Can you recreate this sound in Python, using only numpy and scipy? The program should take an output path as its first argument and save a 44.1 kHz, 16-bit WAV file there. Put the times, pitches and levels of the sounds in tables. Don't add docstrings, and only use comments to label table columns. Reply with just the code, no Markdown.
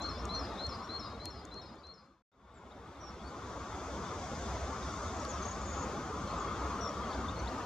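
import sys
import numpy as np
from scipy import signal
from scipy.fft import rfft, irfft
from scipy.io import wavfile
from scipy.ndimage import uniform_filter1d

SR = 44100
rng = np.random.default_rng(int(sys.argv[2]) if len(sys.argv) > 2 else 0)


def output_pcm(signal):
    pcm = np.clip(np.atleast_2d(signal).T, -1, 1) * 32767
    wavfile.write(sys.argv[1], SR, np.round(pcm).astype(np.int16))


def invert_db(level):
    return 10 ** (np.asarray(level, dtype=float) / 20)


N = 337365
T = np.arange(N) / SR
HZ = np.arange(N // 2 + 1) * SR / N + 1e-9
SINGER_PAN_DB = 5.5


def on_hz(table, col):
    rows = np.array(table, float)
    return np.interp(np.log(HZ), np.log(rows[:, 0]), rows[:, col])


def hump(hz, octaves):
    return np.exp(-0.5 * (np.log2(HZ / hz) / octaves) ** 2)


def walk(rate):
    k = int(SR / rate)
    held = np.repeat(rng.standard_normal(N // k + 1), k)
    return 0.69 * uniform_filter1d(uniform_filter1d(held, k), k)[:N]


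def add(out, s, sound, pan_db):
    i = int(s * SR)
    part = sound[:N - i]
    out[:, i:i + len(part)] += part * invert_db(np.array([[pan_db], [-pan_db]]) / 2)


def whistle(hz, db, edge_s, flutter_db):
    t = np.arange(len(hz)) / SR
    to_edge_s = np.minimum(t, t[-1] - t)
    ends = np.sin(np.pi / 2 * np.clip(to_edge_s / edge_s, 0, 1)) ** 2
    noise = rng.standard_normal((2, len(t)))
    waver, flutter = 15 * uniform_filter1d(uniform_filter1d(noise, size=160), size=160)
    phase = 2 * np.pi * np.cumsum(hz * (1 + 0.0033 * waver)) / SR
    return np.sqrt(2) * invert_db(db + flutter_db * flutter) * ends * np.sin(phase)


def bent_notes(table, edge_s, pan_db, warp=0.96, rise_db=0, dip_db=0, release_db=0, flutter_db=1):
    out = np.zeros((2, N))
    for s, length, first_hz, mid_hz, last_hz, db in table:
        u = np.linspace(0, 1, int(length * SR))
        curve = np.polyfit([0, 0.5, 1], [first_hz, mid_hz, last_hz], deg=2)
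        bend_hz = np.polyval(curve, u ** warp)
        effort_db = db - rise_db * (1 - u)
        effort_db = effort_db - dip_db * np.exp(-((u - 0.4) / 0.2) ** 2)
        effort_db = effort_db - release_db * np.clip((u - 0.65) / 0.33, 0, 1)
        add(out, s, whistle(bend_hz, effort_db, edge_s, flutter_db), pan_db)
    return out


def alike(table, hz):
    return [(s, length, *hz, db) for s, length, db in table]


def glides(table, share):
    return [(s, length, a, a + share * (b - a), b, db) for s, length, a, b, db in table]


def grove(dry, wet_db):
    t = np.arange(int(1.5 * SR)) / SR
    grain = rng.standard_normal((2, len(t))) * invert_db(2.8 * rng.exponential(size=(2, len(t))))
    late, early = invert_db(-60 * t / 1.0), 1.6 * invert_db(-60 * t / 0.18)
    tail = grain * (late + early) * np.clip(t / 0.00084, 0, 1)
    tail = 0.71 * tail + 0.68 * tail[:1]
    tail *= invert_db(wet_db) / np.sqrt(np.mean(np.sum(tail ** 2, axis=1)))
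    echoes = signal.fftconvolve(dry.mean(axis=0, keepdims=True), tail, axes=1)[:, :N]
    return dry + echoes * invert_db(2.0 * walk(70))


def song():
    # start_s, length_s, level_db
    low_notes = [
        (0, 0.081, -38),
        (.287, 0.11, -36),
        (.586, 0.1, -34),
        (.886, 0.11, -33.5),
        (1.193, .118, -36.5),
        (1.508, .11, -35.5),
        (1.832, .11, -33.5),
    ]
    # start_s, length_s, level_db
    high_notes = [
        (.089, 0.09, -53),
        (.389, 0.08, -48),
        (.687, 0.082, -47.5),
        (.991, 0.096, -46.5),
        (1.3, 0.12, -50.5),
        (1.613, 0.093, -50),
        (1.936, .087, -47.5),
    ]
    low_hz, high_hz = (3910, 4173, 4237), (5740, 5155, 4890)
    low = bent_notes(alike(low_notes, low_hz), 0.0096, SINGER_PAN_DB, warp=0.745,
                     rise_db=10, dip_db=2.5, release_db=10.5, flutter_db=0.5)
    high = bent_notes(alike(high_notes, high_hz), 0.0064, SINGER_PAN_DB, warp=0.62,
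                      rise_db=-2.5, dip_db=6.0, release_db=5.5)
    return grove(low + high, -4.5)


def diffuse():
    # frequency_hz, likeness_0_to_1, left_minus_right_db
    port_table = [(60, .983, 0), (290, .965, 0), (700, .94, 0), (1290, .87, 4.5), (2380, .72, 3),
                  (4400, .55, 2), (7000, .3, .5), (15000, .1, 0)]
    a, b = rfft(rng.standard_normal((2, N)))
    like, tilt = on_hz(port_table, 1), invert_db(on_hz(port_table, 2) / 2)
    lag_s = 3.5e-5
    right = like * a * np.exp(-2j * np.pi * HZ * lag_s) + np.sqrt(1 - like ** 2) * b
    return np.array([a * tilt, right / tilt])


def band(hz, octaves, db, flicker_db, rate):
    noise = irfft(diffuse() * hump(hz, octaves), N) * invert_db(flicker_db * walk(rate))
    return noise / np.sqrt(np.mean(noise ** 2)) * invert_db(db)


def traffic(flow_db):
    # frequency_hz, density_db_per_hz
    roar_spectrum = [(24, -29), (40, -19), (62, 0.5), (85, -4), (129, -11.5), (195, -7.5), (480, -10.5),
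                     (800, -12), (1400, -15.5), (1650, -22), (2800, -30), (6700, -33.5), (8520, -46.5),
                     (15500, -58.5)]
    colour = diffuse() * invert_db(on_hz(roar_spectrum, 1))
    gain = invert_db(-37) / np.std(irfft(colour, N))
    swell_db = 0.8 * walk(5) + 0.34 * walk(12)
    rumble_db = 1.7 * walk(3.8)
    humps = [hump(hz, 0.5) for hz in 32 * 2.0 ** np.arange(10)]
    total = sum(humps) + 1e-12
    out = 0
    for k, h in enumerate(humps):
        slow_db = flow_db if k > 1 else rumble_db
        out = out + irfft(colour * h / total, N) * invert_db(slow_db + swell_db + 0.83 * walk(8.6))
    return gain * out


def road():
    # time_s, level_db
    flow_table = [(0, -0.5), (.9, 0), (1.5, -3), (2.2, 0.3), (3, -2.5), (3.5, 1), (4.2, -2.5), (5.2, 0.4),
                  (5.8, -0.4), (6.4, 2), (7.65, 1)]
    flow_db = np.interp(T, *np.transpose(flow_table))
    tyres = band(1145, 0.2, -43.5 + flow_db, 2.9, 9.4)
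    return traffic(0.097 * flow_db) + tyres


def flock():
    chance = rng.random((200, 5))
    start_s, length_s = chance[:, 0] * T[-1], 0.012 + 0.0296 * chance[:, 3]
    first_hz = 3300 + 420 * chance[:, 1]
    glide_hz = 300 * (chance[:, 2] - 0.45)
    table = np.transpose([start_s, length_s, first_hz, first_hz + glide_hz / 2, first_hz + glide_hz,
                          -8 * chance[:, 4]])
    calls = grove(bent_notes(table, 0.0048, 3.0, flutter_db=4.5), 2.7)
    flock_db = -62 - 1.5 * np.maximum(T - 6.3, 0)
    blur = band(3466, 0.093, flock_db + 2.0, 1.4, 25) + band(2174, 0.07, flock_db - 0.5, 2.1, 8.1)
    return calls * invert_db(flock_db - 4.0) + blur


def twigs():
    # time_s, level_db
    breeze_table = [
        (0, -82),
        (1.2, -72),
        (2.2, -62),
        (2.5, -71.5),
        (3.5, -55.5),
        (4.2, -53),
        (5.2, -53),
        (5.8, -55),
        (7.65, -60),
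    ]
    breeze_db = np.interp(T, *np.transpose(breeze_table))
    return band(5420, 0.34, breeze_db - 2.0, 0.74, 9) + band(6400, 0.13, breeze_db - 4.5, 1.1, 9)


def reducer(x):
    hz, _, z = signal.stft(x, SR, nperseg=2048, noverlap=1536)
    power = uniform_filter1d(np.mean(np.abs(z) ** 2, axis=0), size=3, axis=1) + 1e-20
    usual = np.median(power, axis=1, keepdims=True)
    usual = usual * np.clip(hz[:, None] / 250, 0, 1)
    gain = power / (power + 0.68 * usual)
    return signal.istft(z * gain, nperseg=2048, noverlap=1536)[1][:, :N]


def chatter():
    # start_s, length_s, first_hz, last_hz, level_db
    chatter_calls = [(.017, 0.017, 7400, 7150, -61), (.018, .01, 6200, 6240, -49),
                     (.023, 0.026, 5150, 5650, -59), (.045, .03, 4400, 4730, -59),
                     (.08, .045, 4150, 4280, -53), (.145, .04, 3440, 3580, -58.5),
                     (.178, 0.038, 5500, 5470, -53), (.342, .041, 5950, 5740, -51),
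                     (.345, .035, 4950, 4720, -58), (.49, .09, 3830, 3750, -65),
                     (.573, .021, 3460, 4020, -50), (.725, .033, 4700, 4540, -58),
                     (.82, 0.039, 5270, 5640, -56.5), (.906, .037, 4400, 4500, -55),
                     (1.0, .165, 3850, 3770, -59.5), (1.215, 0.038, 4680, 4500, -59.5),
                     (1.285, 0.033, 4340, 4100, -60), (1.47, .038, 3680, 3640, -53),
                     (1.575, .13, 3850, 3740, -58), (1.783, .032, 4700, 4700, -56.5),
                     (1.828, .027, 4530, 4500, -52)]
    calls = bent_notes(glides(chatter_calls, 0.56), 0.004, SINGER_PAN_DB, flutter_db=3.0)
    return grove(calls, -5.0)


def ticks():
    # start_s, peak_db, ring_hz, ring_over_snap_db, left_minus_right_db
    cone_ticks = [
        (.2535, -34.5, 6440, 25, 4),
        (0.667, -38, 6300, 21, 5),
        (1.2555, -27, 4720, 4.5, 8),
        (1.3945, -54, 7050, 9, -4),
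        (1.452, -32.5, 6760, 23, 6),
        (1.542, -40, 6000, 29, 7),
        (1.756, -49, 6960, 14, 3),
        (1.869, -38, 5900, 20, 0.5),
        (2.06, -53, 6000, -5, -2),
        (5.2495, -38.5, 4580, 16, -7),
    ]
    out = np.zeros((2, N))
    t, hz = np.arange(1024) / SR, np.arange(1, 514) * SR / 1024
    body = hz ** 4 / (hz ** 4 + 2400.0 ** 4) / (1 + (hz / 12000) ** 12) / (1 + hz / 7000)
    late = np.exp(2j * np.pi * 3.0e4 / np.maximum(hz, 2500))
    for s, db, ring_hz, ring_db, pan_db in cone_ticks:
        ring = invert_db(ring_db) / (1 + 1j * (hz - ring_hz) / 330)
        rattle = (t == 0) + 0.092 * rng.standard_normal(len(t)) * invert_db(-60 * t / 0.012)
        snap = irfft(rfft(rattle) * body * (1 + ring) * late)
        add(out, s, snap * invert_db(db) / np.abs(snap).max(), pan_db)
    return grove(out, -22)


def fader():
    silent_s, return_s = 2.222, 2.317
    down = 0.94 * np.clip(1 - T / silent_s, 0, 1)
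    up = np.clip((T - return_s) / 2.14, 0, 1) ** 0.92
    return (0.013 + down + up) * ((T < silent_s) | (T > return_s))


def single_calls():
    # start_s, length_s, first_hz, last_hz, level_db
    flick_calls = [(2.318, .025, 3470, 3880, -53), (2.706, 0.02, 3360, 4020, -53),
                   (2.948, 0.02, 3360, 4300, -61), (3.1, .011, 5300, 5570, -53),
                   (4.35, .01, 4700, 5200, -59), (4.822, 0.017, 3450, 3930, -57),
                   (5.165, .0116, 6300, 7040, -54), (5.275, .012, 6650, 7060, -62),
                   (5.61, 0.024, 6700, 7250, -61), (6.874, .024, 5380, 5680, -51),
                   (7.124, 0.0165, 3200, 3790, -52), (7.124, 0.029, 3280, 5050, -57),
                   (7.282, .018, 3460, 3750, -49), (7.471, .011, 3480, 3770, -50),
                   (7.471, 0.028, 3420, 5150, -53)]
    fall_calls = [
        (5.195, .013, 7100, 6420, -50),
        (5.284, 0.038, 7120, 6250, -49),
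        (5.316, .038, 6130, 5400, -58),
        (6.806, .075, 5840, 5430, -50.5),
        (7.387, 0.021, 6300, 5840, -53),
    ]
    droop_calls = [
        (4.805, 0.11, 5200, 5560, -60.5),
        (5.161, .077, 5780, 5500, -58),
        (6.271, 0.057, 4090, 4520, -59),
    ]
    peep_calls = [
        (3.19, .042, 3250, 3420, -55.5),
        (3.218, .071, 7700, 9200, -75),
        (3.241, 0.06, 4200, 4580, -52),
        (3.46, .044, 4050, 4150, -65),
        (6.837, .045, 3650, 3480, -58),
        (6.89, 0.082, 3310, 3300, -66),
        (7.084, .044, 4430, 4540, -59),
        (7.358, 0.048, 4110, 4410, -55.5),
        (7.503, .024, 2710, 2800, -58),
        (7.59, .034, 2830, 2780, -62),
    ]
    right_droops = [
        (2.537, .057, 7700, 6780, -58),
    ]
    right_scoops = [
        (3.0, .1, 5900, 5500, -50),
        (6.378, .02, 7700, 7340, -60),
        (6.396, 0.013, 6720, 6680, -50),
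        (6.41, 0.024, 7350, 6500, -58),
    ]
    right_pan_db = -9
    # calls, share of the glide done by the middle, left_minus_right_db
    kinds = [(fall_calls, 0.5, 12), (droop_calls, 0.217, -1.5), (peep_calls, 0.72, 4.5),
             (right_droops, 0.217, right_pan_db), (right_scoops, 0.7, right_pan_db)]
    out = bent_notes(glides(flick_calls, 0.5), 0.0039, 5.5, rise_db=-2.0, flutter_db=2.8)
    for table, share, pan_db in kinds:
        out = out + bent_notes(glides(table, share), 0.005, pan_db,
                               rise_db=6.0, release_db=-1.0, flutter_db=3.0)
    return grove(out, -9.5)


def trills():
    # first_top_s, length_s, first_centre_hz, last_centre_hz, level_db
    trill_notes = [
        (5.4285, .118, 6000, 6520, -47.5),
        (5.6625, .202, 6800, 6760, -52),
    ]
    # swings_per_s, louder_at_top_db, left_minus_right_db
    trill_manner = [
        (34.7, 17, 9),
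        (32.8, -4, 6),
    ]
    out = np.zeros((2, N))
    lead_s = 0.009
    for (top_s, length, first_hz, last_hz, db), (rate, top_db, pan_db) in zip(trill_notes, trill_manner):
        t = np.arange(int(length * SR)) / SR
        turn = 2 * np.pi * rate * (t - lead_s)
        swing = np.cos(turn + 0.456 * (np.cos(turn) - 1))
        hz = first_hz + (last_hz - first_hz) * t / length + 394 * swing
        swing_db = top_db * (swing - np.sign(top_db)) / 2
        add(out, top_s - lead_s, whistle(hz, db + swing_db, 0.0065, 1.2), pan_db)
    return grove(out, -10)


def scene():
    background = reducer(road() + flock() + twigs())
    return song() + background + chatter() + ticks() + single_calls() + trills()


def top_cut(x):
    return signal.sosfilt(signal.butter(12, 15700, fs=SR, output="sos"), x)


def record(dry):
    low_pass = signal.ellip(8, 0.2, 70, 15700, fs=SR, output="sos")
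    mix = signal.sosfilt(low_pass, dry * fader())
    return top_cut(mix)


dry = scene()
out = record(dry)
output_pcm(out)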